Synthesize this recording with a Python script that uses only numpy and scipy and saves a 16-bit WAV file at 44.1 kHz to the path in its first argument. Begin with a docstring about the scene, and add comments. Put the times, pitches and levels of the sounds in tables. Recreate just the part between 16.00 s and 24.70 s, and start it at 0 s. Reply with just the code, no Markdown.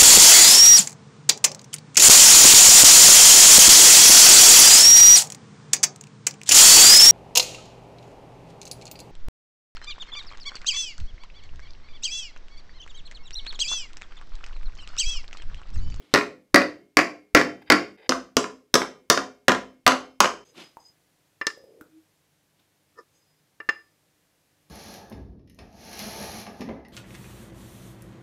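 """Balancing a steel wheel

In a garage, a plier hammer drives balance weights onto a wheel lying on a sheet-metal cart, then onto the wheel
turned over; last, a spirit level slides, is laid down and knocks on the hub. Three scenes are cut together.
Contacts are sums of decaying modes, dense clatter, a steel snap and a reverberant tail; rubbing is coloured noise
under swells; room tone is noise with hums. A close microphone softly clips the loudest blows."""
import sys
import numpy as np
from scipy import signal
from scipy.fft import rfft, irfft, next_fast_len
from scipy.io import wavfile
from scipy.ndimage import map_coordinates

SR = 44100
rng = np.random.default_rng(int(sys.argv[2]) if len(sys.argv) > 2 else 0)


def dump_mix(stems):
    """Bounce the given channels to the path in sys.argv[1] as a 16-bit WAV at rate SR."""
    frames = np.atleast_2d(stems).T  # one column per channel
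    limited = np.clip(frames, -1, 1)  # hard clip at full scale
    pcm = np.round(limited * 32767).astype(np.int16)
    wavfile.write(sys.argv[1], SR, pcm)


N = 383621  # samples

# Boundaries between the three scenes: time_s
SCENE_CUTS = [1.971, 4.445]

# Room tone, relative spectrum: freq_hz, level_db
AIR_SPECTRUM = [(12, -36), (20, -15.5), (121, -10), (152, -5), (226, -14.5), (299, -7), (364, -12.5),
                (496, -11), (605, -13), (1370, -18), (1530, -16), (9000, -21), (13000, -27.5),
                (15000, -29.5), (16800, -36.5)]
# Steady hums, before a trim and a slow wavering: pitch_hz, level_db
HUM_TONES = [(100, -76), (151, -75), (202, -84.5), (300, -78.5)]
# Reverberation time of the garage: freq_hz, t60_s
GARAGE_DECAY = [(60, .6), (200, .42), (500, .37), (1100, .27), (3000, .285), (7000, .29), (12000, .235),
                (16000, .19)]
# Colour of the garage's answer: freq_hz, level_db
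WALL_COLOUR = [(100, -5), (1000, 2), (3000, -1.5), (6000, -2), (12000, 2.5)]
# Microphone response: freq_hz, gain_db
MIC_RESPONSE = [(20, -8), (100, -1), (9000, -4), (13000, 1), (15600, -1.5), (16200, -19), (17000, -32)]
BAND_LIMIT_HZ = 17000

# Dull taps and clunks of the rocking wheel: start_s, level_db, pitch_hz, t60_s, tick_db
DULL_KNOCKS = [(1.62, -40.5, 770, .015, -21), (4.549, -50.5, 1160, 0.032, -15),
               (4.77, -28.5, 913, 0.013, -43), (5.575, -40, 546, 0.059, -30), (5.64, -40, 506, 0.039, -35),
               (5.811, -32, 1430, 0.017, -16), (5.814, -37.5, 309, 0.073, -30),
               (6.598, -55, 3570, .015, -9)]

# Low rumbles: a blow dying away, then the wheel rocking and settling:
# start_s, attack_s, hold_s, release_s, level_db
LOW_RUMBLES = [(1.95, .03, 0.094, .02, -56), (4.43, 0.021, 0.11, 0.038, -64.5),
               (5.54, 0.029, 0.27, 0.084, -54.5)]
# Swells of a low hum: start_s, attack_s, hold_s, release_s, level_db
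LOW_HUMS = [(5.79, 0.018, .015, 0.11, -56), (5.83, 0.14, 0.014, 0.085, -49.5)]
# Hands and tools brushing over tyre and rim: start_s, attack_s, hold_s, release_s, level_db
BRUSH_STROKES = [(-.05, 0.027, 0.18, .03, -60), (4.42, 0.024, 0.033, 0.13, -61.5),
                 (4.53, 0.0426, 0.042, 0.15, -43), (6.57, 0.023, 0.0065, .12, -64.5)]
# Relative spectrum of brushing: freq_hz, level_db
BRUSH_SPECTRUM = [(59, -49), (100, -6.5), (320, 7), (497, -5), (527, -1.5), (1460, -4), (1590, -6.5),
                  (1980, -4.5), (3260, -0.5), (12000, -25), (15600, -65.5), (22000, -120)]
# The weight shifted along the rim: start_s, attack_s, hold_s, release_s, level_db
RIM_SCRAPES = [(1.605, .012, 0.011, 0.026, -52.5), (1.65, 0.014, 0.048, .01, -53.5),
               (1.96, 0.012, 0.1, .015, -54)]
# Rim resonances under a scrape: pitch_hz, width_hz, level_db
RIM_RESONANCES = [(800, 300, -0.5), (1600, 150, 0.5), (2000, 400, 0.5), (2500, 300, -2), (3100, 200, -5.5),
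                  (3700, 250, -3), (4800, 300, -5.5)]
# The sliding level sings: start_s, attack_s, hold_s, release_s, low_line_db, upper_lines_db
SLIDE_SONGS = [(4.43, 0.019, 0.052, .08, -68, -62), (4.58, 0.03, 0.034, 0.18, -56, -63),
               (4.785, 0.019, 0.078, 0.076, -50.5, -61.5), (7.1, .04, 0.24, .12, -72, -88),
               (7.1, 0.04, .04, .1, -87.5, -67.5)]
# Upper lines of the singing: pitch_hz, width_hz, level_db
UPPER_LINES = [(6300, 140, 0), (6750, 120, -4), (8050, 200, -11)]
SWELL_DB = 30  # how far under its top a swell starts and ends

# Level against the hub: start_s, level_db, thud_db, bright_db, snap_db
HUB_KNOCKS = [(5.413, -16.5, -6.5, -12, -16), (5.468, -14, -1, 4, 11.5), (5.501, -29, -17, 1, -12),
              (7.602, -27, -2.5, -17, -30), (7.689, -10, -7, -11, -18), (7.693, -16.5, -6, -4.5, -2)]
# Modes of level and hub: pitch_hz, level_db, t60_s
LEVEL_MODES = [(342, -15, 0.072), (431.5, -6.5, 0.033), (542, -19.5, 0.065), (990, -31, 0.1),
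               (1174, -11.5, 0.072), (1247, -8.5, 0.033), (1374, -21, 0.11), (1777, 0.5, 0.06),
               (2008, -9, 0.03), (2346, -17, 0.061), (2773, -13, 0.058), (3770, -51, 0.027),
               (5010, -33, 0.45), (5190, -8, 0.04), (6580, -27, 0.059), (7180, -31, 0.11)]
# Dense clatter of a knock, relative spectrum: freq_hz, level_db
KNOCK_SPECTRUM = [(60, -52), (300, -11), (1200, -4), (2500, -5.5), (5200, -1), (9000, -51), (16000, -29)]
# The level scuffs over the hub: start_s, attack_s, hold_s, release_s, low_modes_db, high_modes_db
HUB_SCUFFS = [(6.955, 0.036, .004, 0.042, -40, -54.5)]

# Hammer blows: start_s, level_db, thud_db (tyre and cart), bright_db (before dulling), snap_db
HAMMER_BLOWS = [(-.25, 2, 2, -5, 4), (.139, -4.5, 3, 6.5, 10), (.544, 2.5, -0.5, 1, -0.5),
                (.97, 1, -3, 1.5, 0.5), (1.349, 4.5, -1.5, 1.5, -2), (1.701, 2.5, -4, -0.5, -1.5),
                (2.093, -13, 6.5, 13, 13.5), (2.368, -6.5, 3.5, 11.5, 3.5), (2.741, -6, 0, 3.5, 17.5),
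                (3.1, 1, -4.5, 4, 7.5), (3.482, 0.5, -3.5, 0, -16), (3.865, 1.5, -8, 0.5, 0),
                (4.204, 3, -9.5, 1, -0.5)]
# Tool and weight land again after a blow: start_s, level_db
HAMMER_REBOUNDS = [(.148, -4), (.158, -7), (.176, -10.5), (.186, -12.5), (0.211, -19), (.559, 0.5),
                   (.58, -13.5), (.618, -12.5), (.99, -4), (.998, -11.5), (1.009, -12.5), (1.365, -6),
                   (1.373, -4.5), (1.397, -10.5), (1.413, -9), (1.716, -9.5), (1.721, 2), (2.11, -16),
                   (2.121, -11), (2.377, -13.5), (2.442, -18), (2.754, -0.5), (2.818, -12.5), (3.175, -9.5),
                   (3.189, -18), (3.22, -29.5), (3.493, -7), (3.519, -8.5), (3.548, -14), (3.877, 1),
                   (3.919, -10), (4.244, -8.5), (4.257, -10.5)]
REBOUND_THUD_DB, REBOUND_BRIGHT_DB, REBOUND_SNAP_DB = -4, 1, -9.5  # brightness before dulling
BLOW_RISE_S, REBOUND_RISE_S = .0007, .001
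DULLING = .6  # dB of treble lost per dB of weaker contact
# Modes of wheel, cart and tool: pitch_hz, face_up_db, face_down_db, t60_s
WHEEL_MODES = [(58, -38, -24, .6), (199, -16, -14, .35), (260, -8, -2, .3), (302, 0, -14, .22),
               (347, -5, -12, .18), (415, -14, -14, .45), (506, -16, -14, .4), (565, -6, -14, .17),
               (684, -7, -10, .18), (732, -16, -10, .2), (995, -16, -8, .18), (1042, -14, -2, .13),
               (1082, -6, -12, .15), (1131, -8, -16, .15), (1205, -14, -5, .14), (1350, -8, -9, .12),
               (1420, -8, -6, .12), (1616, -12, -14, .13), (1725, -8, -16, .12), (1935, -5, -12, .11),
               (2476, -15, -26, .25), (3208, -28, -20, .2), (4900, -24, -26, .16), (2159, -31, -38, .6),
               (2358, -30, -33, .45), (2756, -32, -34, .42), (3075, -31, -30, .45), (4740, -26, -30, .27),
               (5152, -40, -28, .38), (7900, -38, -30, .22)]
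# Dense clatter with the wheel face up, relative spectrum: freq_hz, level_db
FACE_UP_SPECTRUM = [(18, -74.5), (30, -43.5), (130, -38.5), (235, -24), (314, -2.5), (506, -7.5), (694, -8),
                    (814, -22.5), (1380, -5), (1530, -15.5), (1890, -0.5), (2500, -9), (3380, -22.5),
                    (4770, -12.5), (7090, -30), (14100, -52), (16500, -67)]
# Dense clatter with the wheel face down, relative spectrum: freq_hz, level_db
FACE_DOWN_SPECTRUM = [(18, -58.5), (30, -28.5), (130, -20), (185, -18.5), (255, 4), (378, -6.5),
                      (600, -4.5), (752, -11.5), (835, -23), (1030, -5), (1120, -9.5), (1210, -4),
                      (2000, -9), (2280, -11.5), (6210, -16.5), (15200, -54.5), (16500, -67)]
# Decay of the hammer's clatter: freq_hz, t60_s
CLATTER_DECAY = [(60, .15), (300, .06), (1200, 0.027), (2200, 0.015), (4000, .02), (12000, 0.016)]
PAIR_SPLIT = .0026  # spread of paired modes, as a share of their pitch


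def amp(db):
    """Decibels are the logarithm of an amplitude ratio."""
    return 10 ** (np.asarray(db) / 20)


def unit(x):
    """Normalisation brings the root-mean-square to 1."""
    return x / np.sqrt(np.mean(x ** 2) + 1e-20)


def along(points, hz):
    """Interpolation of a (freq_hz, value) curve on a logarithmic frequency axis."""
    freq_hz, value = np.transpose(points)
    return np.interp(np.log(hz + 1), np.log(freq_hz + 1), value)


def filtered(x, response):
    """Linear filtering multiplies the spectrum by a response of frequency."""
    size = next_fast_len(N + SR // 2)
    hz = np.fft.rfftfreq(size, 1 / SR)
    return irfft(rfft(x, size) * response(hz), size)[:N]


def noise(colour):
    """White noise shaped by a gain per frequency, at rms 1."""
    return unit(filtered(rng.standard_normal(N), colour))


def wobble(rate_hz):
    """A smooth random curve through independent knots, rate_hz of them a second."""
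    knots = rng.standard_normal(int(N * rate_hz / SR) + 4)
    return map_coordinates(knots, [np.arange(N) * rate_hz / SR])


def band(hz, centre_hz, width_hz):
    """A single resonance passes its centre and falls off on both sides."""
    return 1 / np.abs(1 + 2j * (hz - centre_hz) / width_hz)


def resonances(hz, rows):
    """Superposition of squared resonance gains, from rows of pitch_hz, width_hz, level_db."""
    return sum(amp(db) * band(hz, pitch_hz, width_hz) ** 2 for pitch_hz, width_hz, db in rows)


def swells(rows, column=4):
    """Exponential growth and decay of amplitude: straight lines in dB around a hold."""
    t, gain = np.arange(N) / SR, np.zeros(N)
    for row in rows:
        corners_s = row[0] + np.cumsum([0, *row[1:4]])
        shape = np.interp(t, corners_s, [-1, 0, 0, -1], -np.inf, -np.inf)  # silent outside the swell
        gain += amp(row[column] + SWELL_DB * shape)
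    return gain


def dying(size, colour_db, decay):
    """Frequency-dependent damping: noise in which each frequency dies at its own speed."""
    hz, t, z = signal.stft(rng.standard_normal(size), SR, nperseg=256)
    fall_db = 60 * t / along(decay, hz)[:, None]
    gain = amp(colour_db(hz)[:, None] - fall_db)
    return signal.istft(z * gain, SR, nperseg=256)[1][:size]


def garage(dry):
    """Reverberation is convolution with a decaying noise tail, drawn anew for every sound."""
    tail = dying(len(dry), lambda hz: along(WALL_COLOUR, hz), GARAGE_DECAY)
    tail = tail / np.linalg.norm(tail)
    return signal.fftconvolve(dry[:len(dry) // 4], tail)[:len(dry)]


def add(track, start_s, sound):
    """Superposition of a sound on a track, cut off at the next scene boundary."""
    end = min([round(c * SR) for c in SCENE_CUTS if c > start_s] + [N])
    start = round(start_s * SR)
    sound = sound[max(-start, 0):end - start]
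    track[max(start, 0):][:len(sound)] += sound


def contact(modes, spectrum, decay, thud_db, bright_db, snap_db, ring_db, clatter_db, wet_db,
            beating, scatter_db, rise_s):
    """Impact excitation: modes at new strengths, dense clatter, a steel snap, and the garage's answer."""
    t = np.arange(SR // 2) / SR

    def tilt_db(hz):
        return along([(500, thud_db), (900, 0), (2500, 0.0078), (4000, bright_db)], hz)

    hz, db, t60_s = np.transpose(modes)[:, :, None]
    split, phase, scatter = rng.standard_normal((3, len(hz), 1))
    # round parts have their modes in close pairs, which beat
    beat = 1 + beating * np.sin(2 * np.pi * (PAIR_SPLIT * hz * split * t + phase))
    mode_db = db + tilt_db(hz) + scatter_db * scatter - 60 * t / t60_s
    ring = np.sum(amp(mode_db) * beat * np.sin(2 * np.pi * hz * t), axis=0)
    ring *= 1 - np.exp(-t / rise_s)

    clatter = dying(len(t), lambda f: along(spectrum, f) + tilt_db(f), decay)
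    clatter = clatter * np.sin(np.pi / 2 * np.clip(2 * t / rise_s, 0, 1)) ** 2

    burst = amp(snap_db - 60 * t / 0.013) * rng.standard_normal(len(t))
    snap = signal.sosfilt(signal.butter(2, [4000, 6800], "band", fs=SR, output="sos"), burst)

    dry = amp(ring_db) * ring + amp(clatter_db) * clatter + snap
    return dry + amp(wet_db) * garage(dry)


def room_tone():
    """Stationary noise with faint wavering sinusoids, fainter in the two hammering scenes."""
    t = np.arange(N) / SR
    hums = sum(amp(db - 2.5 + 2.5 * wobble(5)) * np.sin(2 * np.pi * hz * t) for hz, db in HUM_TONES)
    air = noise(lambda hz: amp(along(AIR_SPECTRUM, hz)))
    air = amp(-66.5 + 0.48 * wobble(3)) * air
    return (air + hums) * np.where(t < SCENE_CUTS[1], amp(-6.5), 1)


def dull_knocks():
    """Heavy damping: one short mode, roughened by noise, with a tick on top."""
    out, t = np.zeros(N), np.arange(SR // 4) / SR
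    for start_s, db, hz, t60_s, tick_db in DULL_KNOCKS:
        roughness = 1 + 0.11 * rng.standard_normal(len(t))
        body = amp(-60 * t / t60_s) * np.sin(2 * np.pi * hz * t) * roughness
        tick = amp(tick_db - 60 * t / 0.019) * rng.standard_normal(len(t))
        knock = body + tick
        add(out, start_s, amp(db) * (knock + amp(-6.5) * garage(knock)))
    return out


def low_rumbles():
    """Low resonance: a band of noise rumbles, and a sinusoid hums with a wandering phase."""
    t = np.arange(N) / SR
    rumble = noise(lambda hz: band(hz, 460, 190) ** 2)
    hum = np.sqrt(2) * np.sin(2 * np.pi * 316 * t + .5 * wobble(42))
    return rumble * swells(LOW_RUMBLES) + hum * swells(LOW_HUMS)


def brushing():
    """Friction on tyre and rim: broad noise made grainy by random modulation."""
    grains = noise(lambda hz: amp(along(BRUSH_SPECTRUM, hz))) * amp(1.7 * wobble(120))
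    return unit(grains) * swells(BRUSH_STROKES)


def rim_scrapes():
    """Friction-driven resonance: the shifted weight excites the rim with grainy noise."""
    grains = noise(lambda hz: resonances(hz, RIM_RESONANCES)) * amp(3 * wobble(150))
    return unit(grains) * swells(RIM_SCRAPES)


def singing_level():
    """Rubbing excites thin metal lines: narrow bands of noise that swell and fade."""
    low_line = noise(lambda hz: band(hz, 5003, 45) ** 2)
    upper_lines = noise(lambda hz: resonances(hz, UPPER_LINES))
    return low_line * swells(SLIDE_SONGS) + upper_lines * swells(SLIDE_SONGS, column=5)


def spirit_level():
    """Modal ringing: light knocks ring the aluminium bar briefly; a scuff drives resonances with noise."""
    out = np.zeros(N)
    for start_s, db, thud_db, bright_db, snap_db in HUB_KNOCKS:
        sound = contact(LEVEL_MODES, KNOCK_SPECTRUM, [(300, 0.12), (5000, 0.037)], thud_db, bright_db, snap_db,
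                        ring_db=2.0, clatter_db=-1, wet_db=-13.5, beating=.1, scatter_db=1.5, rise_s=.001)
        add(out, start_s, amp(db) * sound)
    # the scuff flattens the level differences between the low modes
    low_modes = [(hz, 64, 0.29 * db) for hz, db, _ in LEVEL_MODES if hz < 2000]
    low = noise(lambda hz: resonances(hz, low_modes))
    high = noise(lambda hz: resonances(hz, [(5150, 600, 0), (6800, 200, -8)]))
    return out + low * swells(HUB_SCUFFS) + high * swells(HUB_SCUFFS, column=5)


def hammer():
    """Modal excitation: turning the wheel over changes which modes speak; weaker contacts are duller."""
    out, table = np.zeros(N), np.array(WHEEL_MODES)
    blows = [(*row, BLOW_RISE_S) for row in HAMMER_BLOWS]
    rebounds = [(start_s, db, REBOUND_THUD_DB, REBOUND_BRIGHT_DB, REBOUND_SNAP_DB, REBOUND_RISE_S)
                for start_s, db in HAMMER_REBOUNDS]
    for start_s, db, thud_db, bright_db, snap_db, rise_s in blows + rebounds:
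        face_down = start_s > SCENE_CUTS[0]
        modes = table[:, [0, 2 if face_down else 1, 3]]
        spectrum = FACE_DOWN_SPECTRUM if face_down else FACE_UP_SPECTRUM
        sound = contact(modes, spectrum, CLATTER_DECAY, thud_db, bright_db + DULLING * db, snap_db,
                        ring_db=-13.0, clatter_db=17.5, wet_db=-6.0, beating=.4, scatter_db=2, rise_s=rise_s)
        add(out, start_s, amp(db) * sound)
    # the blows carry little deep bass
    return signal.sosfilt(signal.butter(1, 160, "high", fs=SR, output="sos"), out)


def scene():
    """Superposition of all sources, with a short fade out and in at each cut."""
    t = np.arange(N) / SR
    fades = np.prod([np.clip(np.abs(t - c) / 0.0056, 0, 1) for c in SCENE_CUTS], axis=0)
    handling = low_rumbles() + brushing() + rim_scrapes() + singing_level()
    return (fades * (room_tone() + dull_knocks() + handling + spirit_level() + hammer()))[None]


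def record(dry):
    """Saturation flattens the blows; the response then weakens the top treble up to the band limit."""
    top, hardness = 1.05, 4
    clipped = dry[0] / (1 + np.abs(dry[0] / top) ** hardness) ** (1 / hardness)
    return filtered(clipped, lambda hz: amp(along(MIC_RESPONSE, hz)) * (hz < BAND_LIMIT_HZ))[None]


dry = scene()
out = record(dry)
dump_mix(out)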